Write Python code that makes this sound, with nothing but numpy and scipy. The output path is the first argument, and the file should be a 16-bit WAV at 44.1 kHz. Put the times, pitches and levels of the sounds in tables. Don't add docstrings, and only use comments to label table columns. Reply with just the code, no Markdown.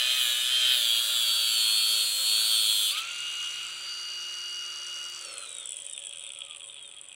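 import sys
import numpy as np
from scipy import signal
from scipy.fft import rfft, irfft
from scipy.io import wavfile
from scipy.ndimage import uniform_filter1d, map_coordinates

SR = 44100
rng = np.random.default_rng(int(sys.argv[2]) if len(sys.argv) > 2 else 0)


def gain_from_decibels(decibels):
    exponent = np.asarray(decibels, float) / 20
    return 10 ** exponent


def waveform_to_disk(signal):
    frames = np.transpose(np.atleast_2d(signal))
    scaled = np.clip(frames, -1, 1) * 32767
    samples = np.round(scaled).astype(np.int16)
    wavfile.write(sys.argv[1], SR, samples)


N = 315298
T = np.arange(N) / SR

THROUGH_S, CUT_END_S, OFF_S = 2.9, 3.06, 5.2

# time in seconds, wheel turns in Hz.
LOADED = np.array([(0.0, 124.5), (0.17, 127.3), (0.27, 120.9), (0.39, 121.9), (0.56, 126.7), (0.73, 125.9),
          (0.83, 116.6), (0.89, 115.2), (1.12, 117.2), (1.21, 115.6), (1.28, 113), (1.53, 112.4),
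          (1.66, 107.9), (1.91, 110.6), (2.16, 106.1), (2.37, 110.3), (2.5, 110.7), (2.9, 103.8)])
GEAR_TEETH, RATIO = 40, 2.5
JUDDER = .0022
IDLE_HZ, CREEP_HZ_PER_S, RECOVER_S = 358.2, .5, .085
FRICTION_HZ, DRAG_S = 115, 2.275

# frequency in Hz, level in dB per Hz.
GARAGE = [(12, -46), (20, 1), (157, 12.5), (265, -31), (398, 13), (500, -18), (650, -43), (1100, -120)]
GARAGE_DB = -76.5

# time in seconds, level in dB.
BITE = [
    (0.0, -23.5),
    (0.46, -27.5),
    (0.74, -22),
    (0.76, -24),
    (1.97, -25),
    (2.14, -27.5),
    (2.39, -24.5),
    (2.83, -27.5),
    (2.9, -28),
]
USUAL_BITE_DB, LET_GO_DB_PER_S = -25.5, 249
BITE_FOLLOW = (0.8, 0.97, 0.044)
# drone, ring, hiss in dB.
OUTER_DB = (-12, 0.5, -7)
# drone, ring, hiss in dB.
DEEP_DB = (-16.5, -0.5, -9)
# drone, ring, hiss in dB.
SNAG_DB = (-41, -29.5, -35.5)
SNAG_S, SNAG_RISE_S, SNAG_FALL_DB_PER_S = 2.978, 0.016, 380
STAGES_S = (.75, .85, 1.5, 1.65)

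# dB under the wheel ring on the outer braid, in the liner, deep in the cut.
RIM = [(-54.5, -53, -56.5), (-52, -47.5, -45.5), (-51, -48, -50.5), (-45.5, -47, -46.5), (-32, -33.5, -33),
       (-49, -39, -39.5), (-42.5, -42, -39), (-44, -41.5, -40.5), (-48, -37.5, -37.5), (-26, -39.5, -33),
       (-29, -41, -40), (-28.5, -28.5, -28), (-43, -33, -32), (-22.5, -36, -43), (-31, -32.5, -40),
       (-46, -36, -41), (-33, -40, -35), (-27, -42, -33), (-25, -41, -39), (-15.5, -33.5, -32),
       (-31, -35, -42), (-28, -32, -33), (-27, -29, -25.5), (-13.5, -21, -23), (-10, -22, -24.5),
       (-17.5, -18.5, -30), (-12.5, -14, -26), (-15.5, -11.5, -23), (-18, -8.5, -9), (-19.5, -9, -11),
       (-20, -15, -16), (-13.5, -19.5, -12.5), (-25.5, -12.5, -11.5), (-27, -34, -26), (-33, -24, -22.5),
       (-22, -21, -14), (-35, -31, -22), (-28, -32, -28), (-24, -38, -35), (-45, -40, -34), (-30, -36, -23),
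       (-35, -35, -30), (-33, -33, -19)]
# time in seconds, frequency in Hz, lift in dB.
STEERED = [(0, 3100, 3.5), (.15, 3100, 4), (.25, 3730, 7.5), (.42, 3660, 10.5), (.6, 3230, 3.5),
           (.9, 3260, 4.5), (1.1, 3400, 0.5), (1.35, 3314, 3.5), (1.9, 3229, 0.5), (2.15, 3701, -7.5),
           (2.45, 3487, 3.5), (2.9, 3504, 8.5)]

# frequency in Hz, level in dB per Hz.
OUTER_BRAID = [(59, -67), (100, -41), (441, -37), (605, -25.5), (814, -29.5), (1750, -10.5), (1980, -18.5),
               (3090, -1.5), (3990, -4.5), (5360, -25), (7850, -14.5), (15800, -21.5)]
# frequency in Hz, level in dB per Hz.
DEEP_CUT = [(59, -63), (100, -40), (490, -36.5), (544, -26), (1140, -23.5), (1350, -6.5), (2070, -25),
            (3230, -6), (4530, -14.5), (5360, -25), (7690, -8.5), (15800, -23)]
# change of time in seconds, of drone, ring, hiss in dB.
GRIT_SHARE_DB = [0, -5.5, -6.5, 0]
# frequency in Hz, width in Hz, dB over the hiss.
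WHEEL_RINGS = [(6070, 330, 6), (7660, 260, 3.5), (7800, 650, -1.5), (10940, 240, 10.5), (12000, 400, 1.5),
               (12900, 300, -1), (12540, 400, -3.5), (14800, 350, 3), (16000, 900, 6.5)]
BAND_EDGES_HZ = (2200, 5200)
# time in seconds, level in dB.
SPARKS = [
    (0.0, -44),
    (0.05, -52),
    (0.22, -42),
    (0.56, -56),
    (0.78, -40.5),
    (1.01, -41),
    (2.38, -38),
    (2.88, -37),
    (2.9, -42),
]
USUAL_SPARKS_DB, SPARKS_HZ = -42, 11000

# frequency in Hz, width in Hz, lift in dB.
GEARBOX = [(4386, 475, 20.3)]
MESH_DB, YELP_DB = -49.5, 5
# time in seconds, level in dB.
LABOUR_DB = [
    (0, -70),
    (.7, -70.5),
    (.85, -82),
    (2.9, -80),
]

# frequency in Hz, level in dB per Hz.
RUNNING = [(59, -69), (100, -39), (356, -32), (965, -25.5), (1410, -9.5), (1750, -22.5), (2670, -5.5),
           (2840, -9.5), (3030, -5.5), (4820, -17.5), (5140, -26.5), (5960, -16), (6490, -19.5),
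           (9110, -22.5), (15800, -48)]
# frequency in Hz, level in dB per Hz.
COASTING = [(59, -52), (100, -35), (469, -14), (544, -18), (631, -16.5), (1900, -20.5), (3230, 7.5),
            (3750, -4.5), (3980, -10.5), (7060, -20.5), (7690, -24), (8920, -29), (10300, -50.5),
            (15800, -41)]
# time in seconds, level in dB.
NEAR_DB = [
    (2.9, 17.5),
    (3.06, 6.5),
    (3.64, 4),
    (3.95, -2),
    (5.2, -5.5),
]
# low, middle, high in dB.
AIR_DB = (-51.5, -44.5, -51.5)
AIR_FOLLOW = (0.28, 0.85, 0.37)
# low, middle, high in dB.
AIR_DB_PER_HALVING = (31, 9, 15)
# low, middle, high in dB.
BEARING_DB = (-65, -60.5, -100)
BEARING_DB_PER_HALVING = 0.5

# multiple of the shaft, dB under the strongest.
MAGNET = [(4, -20.5), (8, -0.7), (9, -37), (15, -52), (17, -22), (23, -58), (24, -45), (28, -58), (32, -34),
          (40, -52)]
# multiple of the
# shaft, level in dB.
FAN = [(13, 1.7), (12, -9)]
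# multiple of the shaft, level in dB.
HIGHER_TONES = [(16, -68), (20, -58), (26, -57), (39, -73)]
# multiple of the shaft, level in dB.
COAST = [(8, 7), (12, 5), (16, 1), (20, 2), (24, 1), (28, 8), (32, 7)]
# time in seconds, shaft in Hz, magnets in dB, fan blades in dB.
HELD = [
    (2.96, 313.4, -57, -56),
    (3.02, 334.0, -38, -61),
    (3.06, 344.8, -44, -52),
    (3.18, 355.5, -36, -50),
    (3.42, 358.7, -34.5, -55.5),
    (3.81, 358.7, -44, -49.5),
    (3.9, 358.9, -39, -42.5),
    (5.07, 359.4, -39, -49),
    (5.2, 359.0, -46.5, -49),
]
MAGNET_DIES_DB_PER_S, FAN_DB_PER_HALVING, FAN_IN_HOUSING = 50, 26, .3
OVERTONES_RISE_DB_PER_S, OVERTONES_FULL_S = 110, 3.12
COAST_DB, COAST_DB_PER_HALVING = -83, 5
# frequency in Hz, width in Hz, lift in dB.
HOUSING = [(3250, 400, 29), (3650, 300, 25), (2480, 250, 14), (1250, 500, 14)]
# frequency in Hz, width in Hz, lift in dB.
GUARD = [(5450, 600, 36), (8000, 500, 28)]
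GUARD_DB_PER_HALVING = 45
SURGE_ORDER, SURGE_S, SURGE_DB, SURGE_DB_PER_S = 4, 3.0, -43, 70
# time in seconds, level in dB.
SHAFT_DB = [
    (2.9, -75.5),
    (4.26, -67.5),
    (5.4, -67.5),
]
# time in seconds, level in dB.
WOBBLE_DB = [
    (2.95, -84),
    (3.05, -78),
    (3.75, -74),
    (3.95, -86),
    (5.2, -86),
]
# time in seconds, frequency in Hz, level in dB.
WHEEL_HUM = [
    (2.9, 565.6, -59),
    (3.12, 583.1, -72),
    (6.34, 557, -60.5),
    (7.15, 561.6, -70.5),
]

# time in seconds, slap in dB, tilt from first to second rings in dB,
# shift of the first rings by turning the tool in Hz.
CHATTER = [
    (3.0, -34, 3.5, 350),
    (3.22, -38, 2, 400),
    (3.42, -34, -1.5, 290),
    (3.6, -38.5, 0.5, 4),
    (3.76, -40.5, 5, 100),
    (3.9, -41, -5.5, 0),
    (4.7, -37, -4, 0),
    (5.25, -35.5, -1, -5),
]
# frequency in Hz, width in Hz, level in dB.
CHATTER_RINGS = [
    [(5820, 890, 2), (6220, 250, -20), (1480, 1700, -16.5)],
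    [(7800, 760, -2), (9100, 420, -14)],
]

# time in seconds, level in dB.
SNAPS = [
    (5.0978, -31),
]
# time in seconds, level in dB.
SHUDDER = [
    (5.15, -76),
    (5.27, -56.5),
    (6.0, -76),
]
# time in seconds, level in dB.
VENT = [
    (5.15, -75),
    (5.25, -55.5),
    (5.44, -52.5),
    (5.52, -69),
    (5.7, -57),
]

# time in seconds, blow
# on gear in dB, blow on housing in dB.
KNOCKS = [(5.2113, -30, -40), (5.2388, -32, -40), (5.2493, -30, -37), (5.2843, -33, -39),
          (5.3106, -33, -39), (5.319, -32, -40), (5.3385, -25.5, -33), (5.371, -33, -31),
          (5.3804, -24.5, -35), (5.3932, -28, -42), (5.4041, -32, -47), (5.4154, -32, -38),
          (5.4241, -29, -39), (5.4344, -29, -40), (5.4431, -37, -37), (5.4525, -35, -50),
          (5.4592, -30, -41), (5.4722, -32, -50), (5.4853, -34, -48), (5.492, -28, -51), (5.5048, -31, -45),
          (5.5156, -31, -49), (5.5272, -28, -48), (5.5436, -32, -48), (5.5497, -28, -46),
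          (5.5667, -26, -47), (5.5836, -24, -39), (5.5985, -28.5, -41), (5.6075, -30, -48),
          (5.6282, -31, -45), (5.64, -36, -44), (5.6564, -23.5, -48), (5.6911, -23, -42),
          (5.706, -25.5, -44), (5.7195, -21.5, -38), (5.729, -28, -33), (5.7415, -30, -43),
          (5.7599, -30, -41), (5.7678, -22.5, -40), (5.781, -33, -44), (5.787, -30, -38),
          (5.8005, -27.5, -46), (5.806, -33, -40), (5.82, -26, -46), (5.8443, -33, -44), (5.851, -28, -43),
          (5.8647, -24.5, -39), (5.885, -32, -39), (5.8968, -26, -41), (5.9104, -32, -34),
          (5.9266, -31, -49), (5.9324, -24.5, -46), (5.9626, -30, -40), (5.9771, -26, -29),
          (5.9915, -27.5, -37), (6, -29, -44), (6.0248, -32, -41), (6.0372, -30, -34), (6.0486, -31, -36),
          (6.0686, -25.5, -34),
          (6.0811, -35, -48), (6.0929, -27, -41), (6.1092, -33, -32), (6.134, -30, -34),
               (6.1582, -31, -37), (6.1709, -31, -32), (6.183, -28, -37), (6.1942, -27.5, -35),
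               (6.2075, -31, -33), (6.216, -37, -32.5), (6.2371, -30, -35), (6.2467, -33.5, -33),
               (6.265, -30, -30), (6.2903, -31, -33), (6.3026, -35, -29), (6.319, -29, -37),
               (6.334, -30, -33), (6.3483, -30, -38), (6.3874, -29.5, -39), (6.405, -33, -30.5),
               (6.4492, -32, -34), (6.509, -32, -32.5), (6.547, -34, -32), (6.561, -31.5, -36),
               (6.5683, -32, -34), (6.581, -36, -49), (6.597, -34, -36), (6.605, -31, -36),
               (6.6179, -41, -32), (6.6299, -33, -54), (6.6412, -33, -36), (6.648, -36, -40),
               (6.659, -38, -45), (6.6698, -36, -48), (6.6777, -31, -46), (6.686, -32, -43),
               (6.706, -35, -45), (6.7253, -38, -44), (6.7297, -39, -37), (6.7426, -34, -35.5),
               (6.8259, -33, -49), (6.835, -40, -48), (6.8544, -37, -40), (6.8624, -36, -54),
               (6.8762, -32.5, -44), (6.89, -37, -38), (6.898, -38, -48), (6.9367, -39, -38),
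               (6.965, -35, -43), (6.984, -36, -42), (6.9923, -42, -39), (7.0127, -29.5, -48),
               (7.0343, -37, -45), (7.053, -39, -42), (7.0754, -42, -48), (7.0855, -30.5, -47),
               (7.0946, -38, -39), (7.116, -40, -37.5), (7.127, -31, -37), (7.1428, -38, -38),
          (5.8122, -42.5, -39), (5.8317, -36, -44), (5.8724, -40, -36), (5.949, -39, -39),
            (6.0071, -52, -39), (6.0181, -39, -35), (6.126, -34, -33), (6.1467, -38, -34),
            (6.2243, -31, -38), (6.2566, -40, -35), (6.2746, -33, -35), (6.2823, -47, -42),
            (6.3592, -39, -31), (6.3702, -39, -35), (6.377, -38, -37), (6.394, -43, -44),
            (6.4176, -37, -27), (6.4338, -37, -38), (6.4397, -41, -39), (6.4623, -37, -34),
            (6.4682, -41, -39), (6.4829, -37, -40), (6.4967, -36, -38), (6.5026, -39, -40),
            (6.5203, -40, -33), (6.529, -35, -41), (6.5337, -48, -38), (6.6972, -40, -34),
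            (6.715, -44, -41), (6.7563, -39, -37), (6.7642, -39, -34), (6.7705, -40, -40),
            (6.7782, -43, -36), (6.7836, -49, -35), (6.7925, -39, -38), (6.804, -43, -42),
            (6.811, -42, -42), (6.8462, -41, -38), (6.913, -37, -37), (6.923, -38, -43),
            (6.944, -39, -38.5), (6.9541, -42, -52), (6.973, -45, -38), (7.002, -45, -45),
            (7.0206, -45, -46), (7.0414, -38, -44), (7.062, -42, -52), (7.1076, -40, -44)]
# frequency in Hz, width in Hz, level in dB.
KNOCK_RINGS = [
    [(7816, 440, -5), (8830, 474, -3.5), (9420, 280, -11), (6180, 960, -19.5), (14700, 1100, -31), (10900, 2700, -26)],
    [(2522, 315, -7), (2880, 350, -7), (3330, 337, 0.5), (3563, 340, -7), (1255, 450, -21.5), (4380, 440, -23.5)],
]


def evened(x):
    return x / np.sqrt(np.mean(x ** 2) + 1e-20)


def curve(rows, column, t=T):
    rows = np.array(rows)
    return np.interp(t, rows[:, 0], rows[:, column])


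def read(points, hz):
    f, value = np.transpose(points)
    return np.interp(np.log(hz + 1), np.log(f + 1), value)


def bumps(peaks, hz):
    return sum(db / (1 + (2 * (hz - f) / width) ** 2) for f, width, db in peaks)


def fade(x):
    return np.clip(x, 0, 1)


def resonate(x, hz, width):
    turn = np.exp(2j * np.pi * np.cumsum(hz * np.ones(len(x))) / SR)
    r = np.exp(-np.pi * width / SR)
    smooth = signal.lfilter([(1 - r) ** 2], [1, -2 * r, r * r], x / turn + 1e-18)
    return 2 * (turn * smooth).real


def wander(rate, t=T):
    steps = rng.standard_normal(int(N / SR * 200) + 2)
    steps = evened(signal.lfilter([1], [1, -np.exp(-2 * np.pi * rate / 200)], steps))
    return np.interp(t * 200, np.arange(len(steps)), steps)


def colour(x, early, late, turn_s, levels, patchy_db, rings):
    hz, t, z = signal.stft(x, SR, nperseg=512, noverlap=384)
    blend = fade((t - turn_s[0]) / (turn_s[1] - turn_s[0]))
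    shape_db = np.outer(read(early, hz), 1 - blend) + np.outer(read(late, hz), blend)
    shape = gain_from_decibels(shape_db + bumps(rings, hz)[:, None])
    band = np.digitize(hz, BAND_EDGES_HZ)
    for k in range(3):
        strength = np.sqrt((shape[band == k] ** 2).sum(0) / len(hz))
        shape[band == k] *= gain_from_decibels(curve(levels, k + 1, t)) / strength
    patches = uniform_filter1d(rng.standard_normal((len(t), len(hz))), size=30, axis=0)
    patches = evened(uniform_filter1d(patches, size=5, axis=1))
    return signal.istft(z * shape * gain_from_decibels(patchy_db * patches.T), SR, nperseg=512, noverlap=384)[1][:N]


def rung(blows, modes, uneven_db, shift_hz=0):
    first = np.argmax(blows > 0)
    blows, shift_hz = blows[first:], (shift_hz * np.ones(N))[first:]
    u = np.arange(100) / SR / .0003
    chance = rng.standard_normal(len(blows))
    scrape = .08 * signal.oaconvolve(blows, u * np.exp(1 - u))[:len(blows)] * chance
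    out = 0
    for k, (hz, width, db) in enumerate(modes):
        uneven = blows * gain_from_decibels(uneven_db * np.roll(chance, 7 * k + 1))
        ring = resonate(uneven + scrape, hz + shift_hz, width)
        out = out + gain_from_decibels(db) * SR / (2 * width) * resonate(ring, hz + shift_hz, 3 * width)
    return np.pad(out, (first, 0))


def wheel_hz(t=T):
    idle = IDLE_HZ + CREEP_HZ_PER_S * (np.minimum(t, OFF_S) - THROUGH_S)
    lost = IDLE_HZ - RATIO * LOADED[-1][1]
    free = idle - lost * np.exp(-np.maximum(t - THROUGH_S, 0) / RECOVER_S)
    free = (free + FRICTION_HZ) * np.exp(-np.maximum(t - OFF_S, 0) / DRAG_S) - FRICTION_HZ
    return np.where(t < THROUGH_S, curve(LOADED, 1, t), free / RATIO)


def halvings(t=T):
    return np.maximum(np.log2(IDLE_HZ / RATIO / wheel_hz(t)), 0) * (t > OFF_S)


def garage():
    hz = np.fft.rfftfreq(N, 1 / SR)
    rumble = irfft(rfft(rng.standard_normal(N)) * gain_from_decibels(read(GARAGE, hz)), N)
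    return gain_from_decibels(GARAGE_DB) * evened(rumble)


def grind_db():
    t = np.arange(0, CUT_END_S, .004)[:, None]
    deep = fade((t - STAGES_S[0]) / (STAGES_S[1] - STAGES_S[0]))
    bite = USUAL_BITE_DB + (curve(BITE, 1, t) - USUAL_BITE_DB) * BITE_FOLLOW
    bite = bite + (1 - deep) * OUTER_DB + deep * DEEP_DB
    bite = bite - LET_GO_DB_PER_S * np.maximum(t - THROUGH_S - .015, 0)
    rise = 20 * (SNAG_S - t) / SNAG_RISE_S
    snag = SNAG_DB - np.where(t < SNAG_S, rise, SNAG_FALL_DB_PER_S * (t - SNAG_S))
    return np.hstack([t, np.maximum(bite, snag)])


def rim(turns):
    cut = slice(0, round(CUT_END_S * SR))
    t = T[cut]
    out = np.zeros(N)
    steered = curve(STEERED, 1, t), 500, curve(STEERED, 2, t)
    for k, (outer, liner, deep) in enumerate(RIM, start=1):
        db = np.interp(t, STAGES_S, [outer, liner, liner, deep])
        db = db + bumps([steered], k * wheel_hz(t)) + 2.6 * wander(5, t)
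        phase = .6 * wander(1.5, t) + .4 * rng.standard_normal()
        out[cut] += gain_from_decibels(db) * np.cos(2 * np.pi * k * turns[cut] + phase)
    return np.sqrt(2) * gain_from_decibels(curve(grind_db(), 2) - 2.5) * out * fade((2.93 - T) / 0.032)


def worn(turns):
    fresh = rng.standard_normal((int(turns[-1]) + 2, 400))
    grains = signal.lfilter([1], [1, -.9], fresh, axis=0)
    again = map_coordinates(grains, [np.floor(turns), turns % 1 * 399], order=3)
    return evened(signal.sosfilt(signal.butter(2, 2000, "high", fs=SR, output="sos"), again))


def grit(turns):
    levels = grind_db()
    levels = levels + np.outer(levels[:, 0] < SNAG_S - 2 * SNAG_RISE_S, GRIT_SHARE_DB)
    bite = 14.0 + np.exp(0.096 * (np.cos(2 * np.pi * turns) - 1))
    flicker = gain_from_decibels(0.5 * rng.standard_normal(N // 32 + 1).repeat(32)[:N])
    tear = (rng.standard_normal(N) + 1.08 * worn(turns)) * flicker * bite
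    out = colour(evened(tear), OUTER_BRAID, DEEP_CUT, (.7, 1.6), levels, 1.5, WHEEL_RINGS)
    top = signal.sosfiltfilt(signal.butter(2, SPARKS_HZ, "high", fs=SR, output="sos"), out)
    out = out + (gain_from_decibels(curve(SPARKS, 1) - USUAL_SPARKS_DB) - 1) * top
    return out * fade((CUT_END_S - T) / 0.045)


def gear_mesh(turns):
    mesh = 2 * np.pi * GEAR_TEETH * turns + 0.11 * np.sin(2 * np.pi * turns)
    octave_db = np.interp(T, (1.5, 2.7), (-20, -6)) + 0.96 * wander(24)
    tone = np.cos(mesh) + gain_from_decibels(octave_db) * np.cos(2 * mesh) * (T < THROUGH_S)
    db = MESH_DB + bumps(GEARBOX, GEAR_TEETH * curve(LOADED, 1)) + 0.92 * wander(11.76)
    db = db + YELP_DB * fade((T - THROUGH_S) / .01) - 9 * fade((.5 - T) / .1)
    return np.sqrt(2) * gain_from_decibels(db) * tone * fade((2.95 - T) / 0.03)


def labour(turns):
    shake = np.cos(2 * np.pi * RATIO * turns) * fade((THROUGH_S - T) / 0.023)
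    return gain_from_decibels(curve(LABOUR_DB, 1) + 2.2 * wander(5.4)) * shake


def whirr_db():
    t = np.arange(THROUGH_S, N / SR, .01)[:, None]
    air = AIR_DB + curve(NEAR_DB, 1, t) * AIR_FOLLOW - halvings(t) * AIR_DB_PER_HALVING
    bearings = BEARING_DB - halvings(t) * BEARING_DB_PER_HALVING
    power = gain_from_decibels(2 * air) + gain_from_decibels(2 * bearings) * fade((t - OFF_S) / .5)
    return np.hstack([t, 10 * np.log10(power)])


def whirr(turns):
    puffs = rng.standard_normal(N) * (1 + 0.49 * np.cos(2 * np.pi * RATIO * turns))
    out = colour(evened(puffs), RUNNING, COASTING, (5.2, 5.9), whirr_db(), 1.0, [(14400, 2500, 6.3)])
    return out * fade((T - 2.88) / 0.086)


def motor(turns):
    free = slice(round(THROUGH_S * SR), N)
    t, turns = T[free], turns[free]
    out, shaft, hz, slow = np.zeros(len(t)), RATIO * turns, RATIO * wheel_hz(t), halvings(t)
    off = fade((t - OFF_S) / 0.11)
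    magnets = curve(HELD, 2, t) - MAGNET_DIES_DB_PER_S * np.maximum(t - OFF_S, 0)
    blades = curve(HELD, 3, t) - FAN_DB_PER_HALVING * slow
    blades = blades + FAN_IN_HOUSING * off * bumps(HOUSING, FAN[0][0] * hz)
    overtones = 0.3 * curve(NEAR_DB, 1, t) - 30 * slow
    overtones = overtones - OVERTONES_RISE_DB_PER_S * np.maximum(OVERTONES_FULL_S - t, 0)
    for level, family in ((magnets, MAGNET), (blades, FAN), (overtones, HIGHER_TONES)):
        for k, db in family:
            out += gain_from_decibels(level + db + 1.2 * wander(2, t)) * np.cos(2 * np.pi * (k * shaft + rng.random()))
    for k, db in COAST:
        guard = np.maximum(bumps(GUARD, k * hz) - GUARD_DB_PER_HALVING * slow, 0)
        db = db + COAST_DB - COAST_DB_PER_HALVING * slow
        db = db + bumps(HOUSING, k * hz) + guard + 4.2 * wander(9.9, t)
        out += off * gain_from_decibels(db) * np.cos(2 * np.pi * (k * shaft + rng.random()))
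    surge_db = SURGE_DB - SURGE_DB_PER_S * abs(t - SURGE_S)
    out += gain_from_decibels(surge_db) * np.cos(2 * np.pi * SURGE_ORDER * shaft)
    shaft_fade = fade((SHAFT_DB[-1][0] - t) / 0.12)
    out += gain_from_decibels(curve(SHAFT_DB, 1, t)) * np.cos(2 * np.pi * shaft) * shaft_fade
    out += gain_from_decibels(curve(WOBBLE_DB, 1, t) + 2.05 * wander(9.63, t)) * np.cos(2 * np.pi * turns)
    return np.pad(np.sqrt(2) * out * fade((t - THROUGH_S) / .04), (free.start, 0))


def wheel_hum():
    ring = evened(resonate(rng.standard_normal(N), curve(WHEEL_HUM, 1), 23.0))
    return gain_from_decibels(curve(WHEEL_HUM, 2) - 4.0) * ring * (T > WHEEL_HUM[0][0])


def chatter():
    turns = rng.choice([2, 4, 5, 6, 7, 8], 200, p=[.05, .15, .45, .15, .12, .08])
    s = CHATTER[0][0] + np.cumsum((turns + .15 * rng.standard_normal(200)) / IDLE_HZ)
    s = s[s < CHATTER[-1][0]]
    out = np.zeros(N)
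    for side, modes, uneven_db in zip((-1, 1), CHATTER_RINGS, (1.5, 4)):
        blows = np.zeros(N)
        blows[(s * SR).astype(int)] = gain_from_decibels(curve(CHATTER, 1, s) + side * curve(CHATTER, 2, s))
        out += rung(blows, modes, uneven_db, curve(CHATTER, 3) * (side < 0))
    return out


def snaps():
    out, t = np.zeros(N), np.arange(300) / SR
    for s, db in SNAPS:
        out[round(s * SR):][:300] += gain_from_decibels(db - 12 - 60 * t / 0.0099) * np.diff(rng.standard_normal(301))
    return out


def shudder():
    shake = evened(resonate(rng.standard_normal(N), 543, 180.7))
    return gain_from_decibels(curve(SHUDDER, 1)) * shake * (T > SHUDDER[0][0]) * fade((SHUDDER[-1][0] - T) / 0.098)


def vent():
    rush = evened(resonate(rng.standard_normal(N), 1350, 220))
    return gain_from_decibels(curve(VENT, 1)) * rush * (T > VENT[0][0]) * fade((VENT[-1][0] - T) / 0.058)


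def knocks():
    s, *hard_db = np.transpose(KNOCKS)
    light = OFF_S + np.cumsum(.011 * np.clip(1 + .2 * rng.standard_normal(220), .5, 2))
    apart = abs(light[:, None] - s).min(1) > .008
    light = light[(light < N / SR - .002) & apart]
    out = np.zeros(N)
    for db, modes, under_db, level_db in zip(hard_db, KNOCK_RINGS, (-5, -2.5), (-2.5, -3.5)):
        blows = np.zeros(N)
        trend_db = np.polyval(np.polyfit(s, db, deg=3), light)
        light_db = trend_db + under_db + 3.7 * rng.standard_normal(len(light))
        blows[(light * SR).astype(int)] = gain_from_decibels(light_db)
        blows[(s * SR).astype(int)] = gain_from_decibels(db)
        out += gain_from_decibels(level_db) * rung(blows, modes, 1.8)
    return out


def walls(x):
    taps = np.zeros(SR // 2)
    at = np.arange(150, len(taps) - 20, 20) + rng.integers(0, 20, (len(taps) - 151) // 20)
    taps[at] = rng.choice([-1., 1.], len(at)) * gain_from_decibels(-60 * at / SR / 0.35)
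    return signal.fftconvolve(x, taps / np.linalg.norm(taps))[:N]


def scene():
    juddering = 1 + JUDDER * wander(8) * (T < THROUGH_S)
    turns = np.cumsum(wheel_hz() * juddering) / SR
    mono = garage() + rim(turns) + grit(turns) + gear_mesh(turns) + labour(turns)
    mono += whirr(turns) + motor(turns) + wheel_hum() + shudder() + vent()
    blows = chatter() + snaps() + knocks()
    mono += blows + gain_from_decibels(-12.0) * walls(blows)
    return np.array([mono, mono])


def roll_off(x):
    return signal.sosfilt(signal.butter(12, 17090, fs=SR, output="sos"), x)


def record(dry):
    low_pass = signal.firwin(511, 15850, window=("kaiser", 9), fs=SR)
    limited = signal.oaconvolve(dry, low_pass[None], "same")
    return roll_off(limited)


dry = scene()
out = record(dry)
waveform_to_disk(out)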